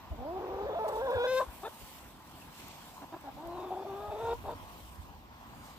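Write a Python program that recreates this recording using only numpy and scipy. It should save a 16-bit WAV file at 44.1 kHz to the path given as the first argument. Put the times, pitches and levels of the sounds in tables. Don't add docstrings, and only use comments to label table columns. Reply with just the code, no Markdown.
import sys
import numpy as np
from scipy import signal
from scipy.fft import rfft, irfft
from scipy.io import wavfile
from scipy.ndimage import uniform_filter1d

SR = 44100
rng = np.random.default_rng(int(sys.argv[2]) if len(sys.argv) > 2 else 0)


def file_out(sig):
    cols = np.atleast_2d(sig).T
    lim = np.clip(cols, -1, 1)
    pcm = np.round(lim * 32767).astype(np.int16)
    wavfile.write(sys.argv[1], SR, pcm)


def field_ratio(decibels):
    return 10 ** (np.asarray(decibels, dtype=float) / 20)


N = 254898

# t/s, pitch f/Hz, effort level/dB, press level/dB
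FIRST_CALL = [
    [(.175, 233.4, -49, 8), (.23, 255.9, -47.5, 10.5), (.28, 310.3, -47.5, 7.5), (.344, 376, -39.5, -4.5),
     (.39, 368, -40.5, -1.5)],
    [(.385, 368.7, -39.5, -12), (.46, 368.4, -44.5, -10), (.6, 391.8, -38, -9), (.68, 431.5, -37.5, -8),
     (.79, 439, -38, 4), (.945, 432.7, -36.5, 3), (1.07, 485, -31.5, -4), (1.2, 481, -29.5, -6),
     (1.27, 502.8, -29, -7)],
    [(1.265, 565.4, -32, -1), (1.272, 508.2, -29.5, -13), (1.306, 514, -31.5, -10.5),
     (1.318, 522, -30, -12), (1.35, 514, -29, -10.5), (1.394, 525.7, -30.5, -2), (1.405, 511, -43, 18),
     (1.425, 521, -32, -0.5), (1.448, 529, -58, 11)],
]
# t/s, pitch f/Hz, effort level/dB, press level/dB
SECOND_CALL = [
    [(3.362, 258, -62, 5), (3.375, 274.3, -54, 1.5), (3.44, 331.8, -48.5, -1.5), (3.56, 357.2, -46, -1.5),
     (3.62, 363.3, -44, -8), (3.706, 362, -46, -14)],
    [(3.702, 369.5, -47.5, -2), (3.74, 377.7, -45.5, -8.5), (3.82, 382.8, -45.5, -5.5),
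     (3.95, 396.6, -42.5, -9.5), (4.085, 416.5, -49.5, 3), (4.15, 435.5, -43, -3.5),
     (4.26, 459.8, -36.5, -1.5), (4.333, 473, -32.5, -0.5), (4.342, 469.4, -44.5, -4),
     (4.36, 479.6, -52, 11)],
]
# t/s, length/s, effort level/dB, first f/Hz, last f/Hz
CLUCKS = [
    (0.111, 0.055, -52.5, 346, 273),
    (1.627, 0.061, -43, 371.7, 483.3),
    (3.012, 0.04, -51, 296, 274),
    (3.121, 0.037, -47, 310, 340),
    (3.158, 0.018, -52, 323, 315),
    (3.235, 0.072, -50.5, 293.7, 262.4),
    (4.437, 0.11, -48, 384.5, 489.7),
]
# t/s, press level/dB
CLUCK_PRESS = [(.1, 5), (1.63, -6.5), (1.66, 2), (3.02, 1.5), (3.13, -4.5), (3.26, 0), (4.45, -11.5),
               (4.5, 10), (4.54, 2)]
# t/s, level/dB
CLUCK_LIFT = [(.1, 6), (1.63, 5), (3.01, 7.5), (3.13, 9), (3.24, 6), (4.44, 0)]
# t/s, roughness/0-1, period doubling/0-1
CALL_STATE = [(.2, .55, 0), (.25, .3, 0), (.375, .28, 0), (.39, .8, .4), (.48, .8, .5), (.56, .65, .3),
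              (.75, .55, .2), (.8, .24, .6), (.9, .3, .6), (1.0, .26, .55), (1.1, .36, .3), (1.18, .28, .1),
              (1.2, .19, .1), (1.265, .2, .1), (1.28, .06, .06), (1.39, .04, .05), (1.42, .35, 0),
              (3.4, .55, 0), (3.45, .42, 0), (3.56, .45, 0), (3.63, .8, 0), (3.84, .7, .1), (3.88, .45, .1),
              (4.0, .33, .1), (4.05, .28, 1), (4.1, .33, 1), (4.125, .7, 1), (4.16, .36, 1),
              (4.24, .33, .7), (4.33, .3, .5)]
# t/s, roughness/0-1.3, period doubling/0-1
CLUCK_STATE = [(.1, .45, 0), (1.62, .85, .4), (1.65, .55, .3), (1.68, .8, .4), (3.0, .8, .2), (3.2, .75, 0),
               (3.25, .42, 0), (3.3, .42, 0), (4.44, 1.3, .7), (4.51, 1.2, .6), (4.535, .6, .2)]
# t/s, length/s, f/Hz,
# fundamental level/dB, second level/dB
BREAKS = [(0.661, 0.012, 532, -33.5, -47), (0.674, 0.014, 562, -35, -45), (0.69, 0.0042, 602, -39, -48),
          (0.693, 0.0047, 562, -30, -45), (0.733, 0.0087, 590, -34, -48), (0.752, 0.0088, 622, -39, -48),
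          (0.759, 0.031, 684, -31.5, -54), (0.844, 0.022, 658.5, -31, -47.5),
          (0.892, 0.0081, 614, -32.5, -42), (0.911, 0.006, 592, -37, -41), (0.923, 0.004, 576, -33.5, -47),
          (0.968, 0.007, 586.4, -35, -47), (1.018, 0.053, 539, -31.5, -50),
          (1.118, 0.004975, 551, -30, -39), (1.129, 0.0046, 592, -32, -45), (1.142, 0.015, 547, -31, -48),
          (1.172, 0.0043, 548.7, -32, -46), (1.242, 0.0042, 560, -26, -35), (1.403, 0.0077, 597, -29, -41),
          (3.425, 0.0071, 326, -62, -48), (3.705, 0.036, 373, -44, -40.5), (3.766, 0.012, 376, -46, -41),
          (3.801, 0.019, 383, -44.5, -44), (3.835, 0.024, 333.3, -56, -41),
          (4.099, 0.0086, 405.5, -63, -41), (4.126, 0.018, 407.4, -42, -42)]
# f/Hz, level/dB
BREAK_THIRD = [(1100, -11), (1560, -31), (1630, -11.5), (1760, -23), (2050, -41)]
# f/Hz, level/dB
THROAT = [(480, -7.5), (600, -2), (760, 4.5), (850, -2), (960, -3), (1100, -1.5), (1300, -14.5),
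          (1550, -12.5)]
# f/Hz, level/dB
BEAK = [(1650, 7), (2050, 0), (2600, 1), (3050, -6), (3400, 2), (3650, 3), (3900, -4), (4150, -2),
        (4650, -17), (5150, -3), (5700, -19), (6200, -7), (7000, -22), (8300, -14), (9500, -34),
        (12000, -22)]
# t/s, level/dB
GAPE = [(.2, -11.5), (.3, -6), (.385, -6), (.45, 3), (.9, -2.5), (1.05, -2.5), (1.19, 7), (1.26, 12.5),
        (1.285, 13), (1.32, 12), (1.36, 5.5), (1.385, 11.5), (1.4, -2), (1.43, -1), (1.63, 7), (1.65, 13.5),
        (1.68, 6), (3.0, 2), (3.3, 7.5), (3.4, 2.5), (3.56, 1), (3.68, 5.5), (3.8, -3), (4.0, 8.5),
        (4.2, 3), (4.31, -0.5), (4.335, -2), (4.345, -14), (4.44, -5), (4.51, 0)]
# f/Hz, share
DIMMED = [(1800, 0), (1880, .3), (1940, 1.2), (2150, .7), (2300, .35), (2800, .35), (3000, .8), (3300, .3),
          (4250, .35), (4450, 1)]
# f/Hz, width/Hz, level/dB
RASP = [(780, 380, 16.5), (1410, 116, 1.5)]
# t/s, level/dB, f/Hz
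CROP = [(.3, -20, 500), (.45, 7, 465), (.65, -3.5, 515), (.85, -3, 570), (1.4, -3, 635), (1.6, -21, 650),
        (3.0, -33, 680), (3.8, -23, 690), (4.1, 9.5, 658), (4.22, -4, 694.7), (4.3, -16, 717),
        (4.5, -1.5, 643)]
# f/Hz, width/Hz, level/dB
MOUTH = [(1550, 400, -6), (2520, 300, 4), (3560, 340, 6)]
# t/s, level/dB, pitch scale
MOUTH_SIZE = [(1.2, -1, .98), (1.6, -2, 1.03), (3.3, 0, 1.04), (3.38, -6, 1.1), (3.47, -4, 1.18),
              (3.52, 5, 1.15), (3.6, 5, 1.03), (3.68, 7, .98), (3.85, 6, .98), (4.05, 3, .99),
              (4.3, 1, 1.025)]
# t/s, lag of the left port/samples, left-right level/dB
BEARING = [(.1, 8.5, -0.5), (.4, 7.5, 0.5), (1.27, 2.5, 3.5), (1.631, -3.5, 2.5), (3.0, -3.5, 0),
           (3.2, 5, 0.5), (3.36, 2.5, 1.5), (4.44, 2.5, 2)]
# t/s, level/dB, f/Hz, left-right level/dB
SNAPS = [
    (0.8814, -42, 9000, 6),
    (1.108, -45, 10500, -14),
    (2.682, -35, 12690, 1),
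    (3.2114, -48, 10800, -16),
    (3.473, -43.5, 11200, -13),
    (3.021, -41.5, 1190, 0),
    (3.126, -42, 1100, 0),
    (4.441, -42, 800, 2),
    (4.459, -38, 900, 2),
]
# t/s, length/s, scuff level/dB, crisp level/dB
STEPS = [(0.888, 0.017, -55, -56), (0.971, 0.11, -62.5, -62), (1.37, 0.13, -53, -54.5),
         (1.557, 0.1, -70, -56), (2.585, 0.13, -59.5, -59), (2.7, 0.39, -69.5, -78),
         (2.694, 0.087, -64, -85), (2.767, 0.078, -68.5, -81), (2.896, 0.3, -64, -62.5),
         (4.302, 0.14, -61.5, -75), (5.694, 0.15, -66, -103)]
# t/s, level/dB
STIR = [(0, -73), (.22, -73.5), (.7, -77.5), (.87, -66), (1.3, -65), (1.5, -62.5), (1.85, -56), (1.97, -58),
        (2.19, -68.5), (2.4, -61.5), (2.55, -67), (3.06, -68.5), (3.75, -68.5), (4.25, -66), (4.87, -62),
        (5.27, -77), (5.66, -63.5), (5.78, -67)]
# f/Hz, level/dB
SCUFF = [(600, -3), (1500, -12.5), (2200, -3.5), (3000, -2), (4500, -5), (6500, -8), (9000, -3),
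         (15000, -25)]
# f/Hz, level/dB
CRISP = [(3000, -34), (6000, -43), (8000, 1.5), (9500, 8), (12000, -0.5), (15500, -3.5)]
# t/s, level/dB
GUSTS = [(.2, -50.5), (.3, -80), (.65, -57), (1.01, -55), (2.03, -62.5), (2.83, -84), (3.35, -69),
         (3.75, -66), (4.3, -48), (4.651, -66), (5.03, -53)]
# t/s, level/dB, f/Hz, left-right level/dB
PUFFS = [(0.099, -30, 61, 0), (0.18, -41, 88.5, 2), (0.631, -46, 59.6, 2), (0.96, -53, 78.5, 3),
         (1.141, -34, 86.25, -1), (1.215, -47, 52.9, -6), (1.467, -39.5, 56, 5), (1.811, -50, 51.1, 3),
         (3.334, -49, 46, 1), (3.442, -44, 48.4, 0), (3.544, -50.5, 66.4, -5), (4.069, -41.5, 83.5, -5),
         (4.218, -43, 111, 3), (4.332, -48, 64.5, -11), (4.365, -46.5, 100, 0), (4.46, -52, 49, -23),
         (4.535, -45.5, 80, -7), (4.61, -51, 83.4, -16), (4.76, -57, 45.8, 1), (4.975, -40.5, 71.5, -7)]
# t/s, level/dB, start f/Hz, end f/Hz, length/s
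CHIRPS = [
    (2.407, -53.5, 3000, 2360, 0.029),
]
# f/Hz, level/dB per Hz
HUM = [(60, 0), (120, -10), (230, -1), (400, -16), (830, -6.5), (1020, -4.5), (1260, -13.5), (2360, -20.5),
       (2830, -20.5), (3590, -23), (6500, -31.5), (8000, -36), (9700, -50), (11800, -31), (15500, -31)]
# t/s, level/dB
SWELL = [(0, 2.5), (.4, 4.5), (1.55, 2.5), (2.2, 1), (2.8, 2.5), (3.3, 2), (4.7, 3.5), (5.2, 0.5),
         (5.78, 4.5)]
# t/s, lead of the left port/samples
TRAFFIC_LAG = [(0, 3.8), (1.5, 3.8), (2.9, 5.3), (4.2, 8.9), (4.8, 9.6), (5.3, 9.1), (5.78, 7.1)]
# f/Hz, likeness/0-1
LIKENESS = [(60, 0.94), (300, 0.75), (900, 0.68), (1500, 0.75), (2500, 0.067), (3600, 0.12), (7000, 0.14),
            (13000, 0.046)]
# f/Hz, left-right level/dB
BALANCE = [(100, 0), (3500, .5), (7000, -1.5), (12000, -4)]
# f/Hz, width/Hz, level/dB
TREBLE_DIP = (9550, 2560, -14)


def evened(x):
    return x / np.sqrt(np.mean(x ** 2) + 1e-20)


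def read(points, hz):
    f, value = np.transpose(points)
    return np.interp(np.log(hz + 1), np.log(f + 1), value)


def curve(points, t, column=1):
    columns = np.transpose(points)
    return np.interp(t, columns[0], columns[column])


def add(mix, s, sound, pan_db):
    part = mix[:, max(round(s * SR), 0):][:, :np.shape(sound)[-1]]
    gain = field_ratio(np.array([[pan_db / 2], [-pan_db / 2]]))
    part += (gain * sound)[:, :part.shape[1]]


def resonate(x, hz, width):
    turn = np.exp(2j * np.pi * np.cumsum(hz * np.ones(len(x))) / SR)
    r = np.exp(-np.pi * width / SR)
    smooth = signal.lfilter([(1 - r) ** 2], [1, -2 * r, r * r], x / turn)
    return 2 * (turn * smooth).real


def drift(count, span):
    once = uniform_filter1d(rng.standard_normal(count), span)
    return evened(uniform_filter1d(once, span))


def cluck(start, length, db, first_hz, last_hz):
    s = np.array([0, 0.005, 0.45 * length, length - 0.008, length])
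    pitch_hz = first_hz + (last_hz - first_hz) * s / length
    effort_db = db + np.array([-8, -3.5, 0, 0, -11])
    return np.transpose([start + s, pitch_hz, effort_db, curve(CLUCK_PRESS, start + s)])


def break_register(t, hz, first, second, third):
    jumped = np.zeros(len(t))
    for start, length, jump_hz, first_db, second_db in BREAKS:
        inside = abs(t - start - length / 2) < length / 2
        gate = uniform_filter1d(1. * inside, 150)
        hz = hz + gate * (jump_hz - hz)
        jumped = jumped + gate
        third_db = first_db + read(BREAK_THIRD, 3 * jump_hz)
        third = third + gate * (field_ratio(third_db) - third)
        first = first + gate * (field_ratio(first_db) - first)
        second = second + gate * (field_ratio(second_db) - second)
    return hz, first, second, third, jumped


def breath(t, turns):
    puffs = (1.5 + np.exp(-(turns % 1) / 0.45)) * rng.standard_normal(len(t))
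    size = curve(MOUTH_SIZE, t, 2)
    rasp = evened(sum(field_ratio(db) * resonate(puffs, f, w) for f, w, db in RASP))
    hiss = evened(sum(field_ratio(db) * resonate(puffs, f * size, w) for f, w, db in MOUTH))
    pocket = evened(resonate(puffs, curve(CROP, t, 2), 120))
    rasp = rasp + field_ratio(curve(CROP, t)) * pocket
    rasp = signal.sosfilt(signal.butter(3, 340, "high", fs=SR, output="sos"), rasp)
    return rasp, hiss


def voice(rows, state, lift_db):
    s = np.transpose(rows)[0]
    t = np.arange(s[0], s[-1], 1 / SR)
    hz, effort_db, press_db = (curve(rows, t, k) for k in (1, 2, 3))
    rough, double = (curve(state, t, k) for k in (1, 2))
    gape_db = curve(GAPE, t)

    second_db, third_db = (effort_db + press_db + read(THROAT, k * hz) for k in (2, 3))
    third_db = third_db + 0.98 * gape_db
    low_db = [effort_db, second_db, third_db]
    effort = np.sqrt(sum(field_ratio(db) ** 2 for db in low_db))
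    beak_db = -62 + 1.43 * (effort_db + 41.5) + 0.85 * press_db + gape_db
    hz, first, second, third, jumped = break_register(t, hz, *field_ratio(np.array(low_db)))

    flutter_db = 11
    wobble = rough * (.088 * drift(len(t), 60) + .03 * drift(len(t), 350)) + .002 * drift(len(t), 500)
    second = second * field_ratio(flutter_db * rough * np.minimum(drift(len(t), 500), .5))
    third_depth = flutter_db * 1.3 * np.minimum(rough + .1, .6)
    third = third * field_ratio(third_depth * np.minimum(drift(len(t), 300), .3))

    turns = np.cumsum(hz * (1 + wobble)) / SR
    calm = np.cumsum(hz * (1 + .55 * wobble)) / SR

    def part(k):
        phase = turns if k < 4 else calm
        return np.sqrt(2) * np.cos(2 * np.pi * k * phase + 1.04 * k + 0.424 * k * k)

    def gaps_db():
        return flutter_db * (rough + .02) * np.minimum(drift(len(t), 450), .5)

    shut_db = np.clip(-54 - beak_db, 0, 12) + 70 * np.clip(rough - .07, 0, .18)
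    whole = 1 - 0.72 * jumped
    upper = np.zeros(len(t))
    for k in range(4, 25):
        level_db = read(BEAK, k * hz) - shut_db * read(DIMMED, k * hz) + lift_db * (k * hz < 1900)
        upper = upper + field_ratio(level_db + gaps_db()) * part(k)

    tone = first * part(1) + second * part(2) + third * part(3)
    tone = tone + whole * field_ratio(beak_db - 9.5) * upper
    half_lines = .4 * part(1.5) + .08 * part(2.5) + .04 * part(.5)
    tone = tone + double * first * field_ratio(gaps_db()) * half_lines
    tone = tone * field_ratio(2.8 * np.minimum(rough, .7) * drift(len(t), 100))

    rasp, hiss = breath(t, turns)
    rasp = 0.89 * rough * effort * whole * rasp
    hiss = 1.8 * rough * field_ratio(beak_db + curve(MOUTH_SIZE, t)) * hiss
    edge = np.clip(np.minimum(t - t[0], t[-1] - t) / 0.0054, 0, 1)
    return edge * (tone + rasp + hiss)


def hen():
    out = np.zeros((2, N))
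    sounds = [(phrase, CALL_STATE, 0) for phrase in [*FIRST_CALL, *SECOND_CALL]]
    sounds += [(cluck(*c), CLUCK_STATE, curve(CLUCK_LIFT, c[0])) for c in CLUCKS]
    for rows, state, lift_db in sounds:
        start = rows[0][0]
        lag, pan_db = (curve(BEARING, start, k) for k in (1, 2))
        delays = np.array([[lag / 2], [-lag / 2]])
        taps = np.sinc(np.arange(-16, 17) - delays) * np.hanning(33)
        both = signal.oaconvolve(voice(rows, state, lift_db)[None], taps, axes=1)
        add(out, start - 16 / SR, both, pan_db)
    t = np.arange(9000) / SR
    sparse = rng.standard_normal((2, len(t))) * (rng.random((2, len(t))) < .05)
    echoes = sparse * (t > .003) * field_ratio(-60 * t / 0.1)
    echoes = echoes / np.linalg.norm(echoes, axis=1, keepdims=True)
    return out + field_ratio(-13) * signal.fftconvolve(out, echoes, axes=1)[:, :N]


def snaps():
    out, t = np.zeros((2, N)), np.arange(400) / SR
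    for s, db, hz, pan_db in SNAPS:
        burst = rng.standard_normal((2, len(t))) * field_ratio(-60 * t / 0.0091)
        if hz <= 3000:
            burst = burst[[0, 0]]
        tick = np.array([resonate(port, hz, min(5200, 1.06 * hz)) for port in burst])
        add(out, s, field_ratio(db) * tick / abs(tick).max(), pan_db)
    return out


def wind():
    rumbles = [resonate(rng.standard_normal(N), 59, 59) * field_ratio(3.5 * drift(N, 900)) for _ in range(3)]
    shared, *own = rumbles
    level = field_ratio(-72)
    for s, db in GUSTS:
        since = np.arange(N) / SR - s
        level = level + field_ratio(db - np.maximum(-78 * since, 41 * since))
    out = level * field_ratio(0.5) * evened(shared + 0.79 * np.array(own))
    t = np.arange(0, 0.049, 1 / SR)
    for s, db, hz, pan_db in PUFFS:
        phase, apart = rng.random(2)
        cycles = hz * t * (1.3 - 0.27 * t / t[-1])
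        push = np.sin(2 * np.pi * (cycles + phase + 0.38 * apart * np.array([[0], [1]])))
        add(out, s, field_ratio(db) * push * np.hanning(len(t)), pan_db)
    return out


def bird():
    out = np.zeros((2, N))
    for s, db, start_hz, end_hz, length in CHIRPS:
        hz = np.linspace(start_hz, end_hz, int(length * SR))
        hz = hz * (1 + 0.015 * drift(len(hz), 52))
        whistle = np.sin(2 * np.pi * np.cumsum(hz) / SR) * np.hanning(len(hz))
        add(out, s, field_ratio(db) * whistle, 1.0)
    return out


def shape(points, hz):
    gain = field_ratio(read(points, hz))
    return gain / np.linalg.norm(gain)


def straw(t, hz):
    stir_db = curve(STIR, t)
    s, length, scuff_db, crisp_db = np.transpose(STEPS)
    bump = np.exp(-(2 * (t[:, None] - s) / length) ** 2)
    scuff = np.hypot(field_ratio(-71 + 0.9 * (stir_db + 69.0)), bump @ field_ratio(scuff_db))
    crisp = np.hypot(field_ratio(stir_db), bump @ field_ratio(crisp_db))
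    flicker_db = 1.1 * drift(len(t), 3)
    dull_power = (shape(SCUFF, hz) * scuff * field_ratio(3.5 + flicker_db)) ** 2
    return dull_power + (shape(CRISP, hz) * crisp * field_ratio(3.0 + flicker_db)) ** 2


def traffic(t, hz):
    level_db = -55 + curve(SWELL, t) + 0.49 * drift(len(t), 40)
    return (shape(HUM, hz) * field_ratio(level_db)) ** 2


def background():
    frames, hz = N // 128 + 5, np.fft.rfftfreq(512, 1 / SR)[:, None]
    t = np.arange(frames) * 128 / SR
    a, b, c, d, patches = rng.standard_normal((frames, 257, 5)).T
    patches = evened(uniform_filter1d(uniform_filter1d(patches, 6, axis=0), 24, axis=1))
    power = traffic(t, hz) + straw(t, hz)
    same = np.clip(read(LIKENESS, hz), 0, 1)
    left, other = a + 1j * b, c + 1j * d
    delay = np.exp(-2j * np.pi * hz * curve(TRAFFIC_LAG, t) / SR)
    right = same * left * delay + np.sqrt(1 - same ** 2) * other
    side = field_ratio(read(BALANCE, hz) / 2)
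    z = np.array([left * side, right / side]) * np.sqrt(power) * field_ratio(1.7 * patches)
    return field_ratio(3) * signal.istft(z, nperseg=512, noverlap=384)[1][:, :N]


def scene():
    return hen() + snaps() + wind() + bird() + background()


def low_pass(x):
    return signal.sosfilt(signal.butter(12, 16100, fs=SR, output="sos"), x)


def record(dry):
    hz = np.fft.rfftfreq(N, 1 / SR)
    dip_hz, width, db = TREBLE_DIP
    dip = field_ratio(db * np.exp(-((hz - dip_hz) / width * 2) ** 2))
    bass_cut = 1 / np.sqrt(1 + (41 / (hz + 1)) ** 8)
    colour = dip * (hz < 15560) * bass_cut
    mix = irfft(rfft(dry) * colour, N)
    return low_pass(mix)


dry = scene()
out = record(dry)
file_out(out)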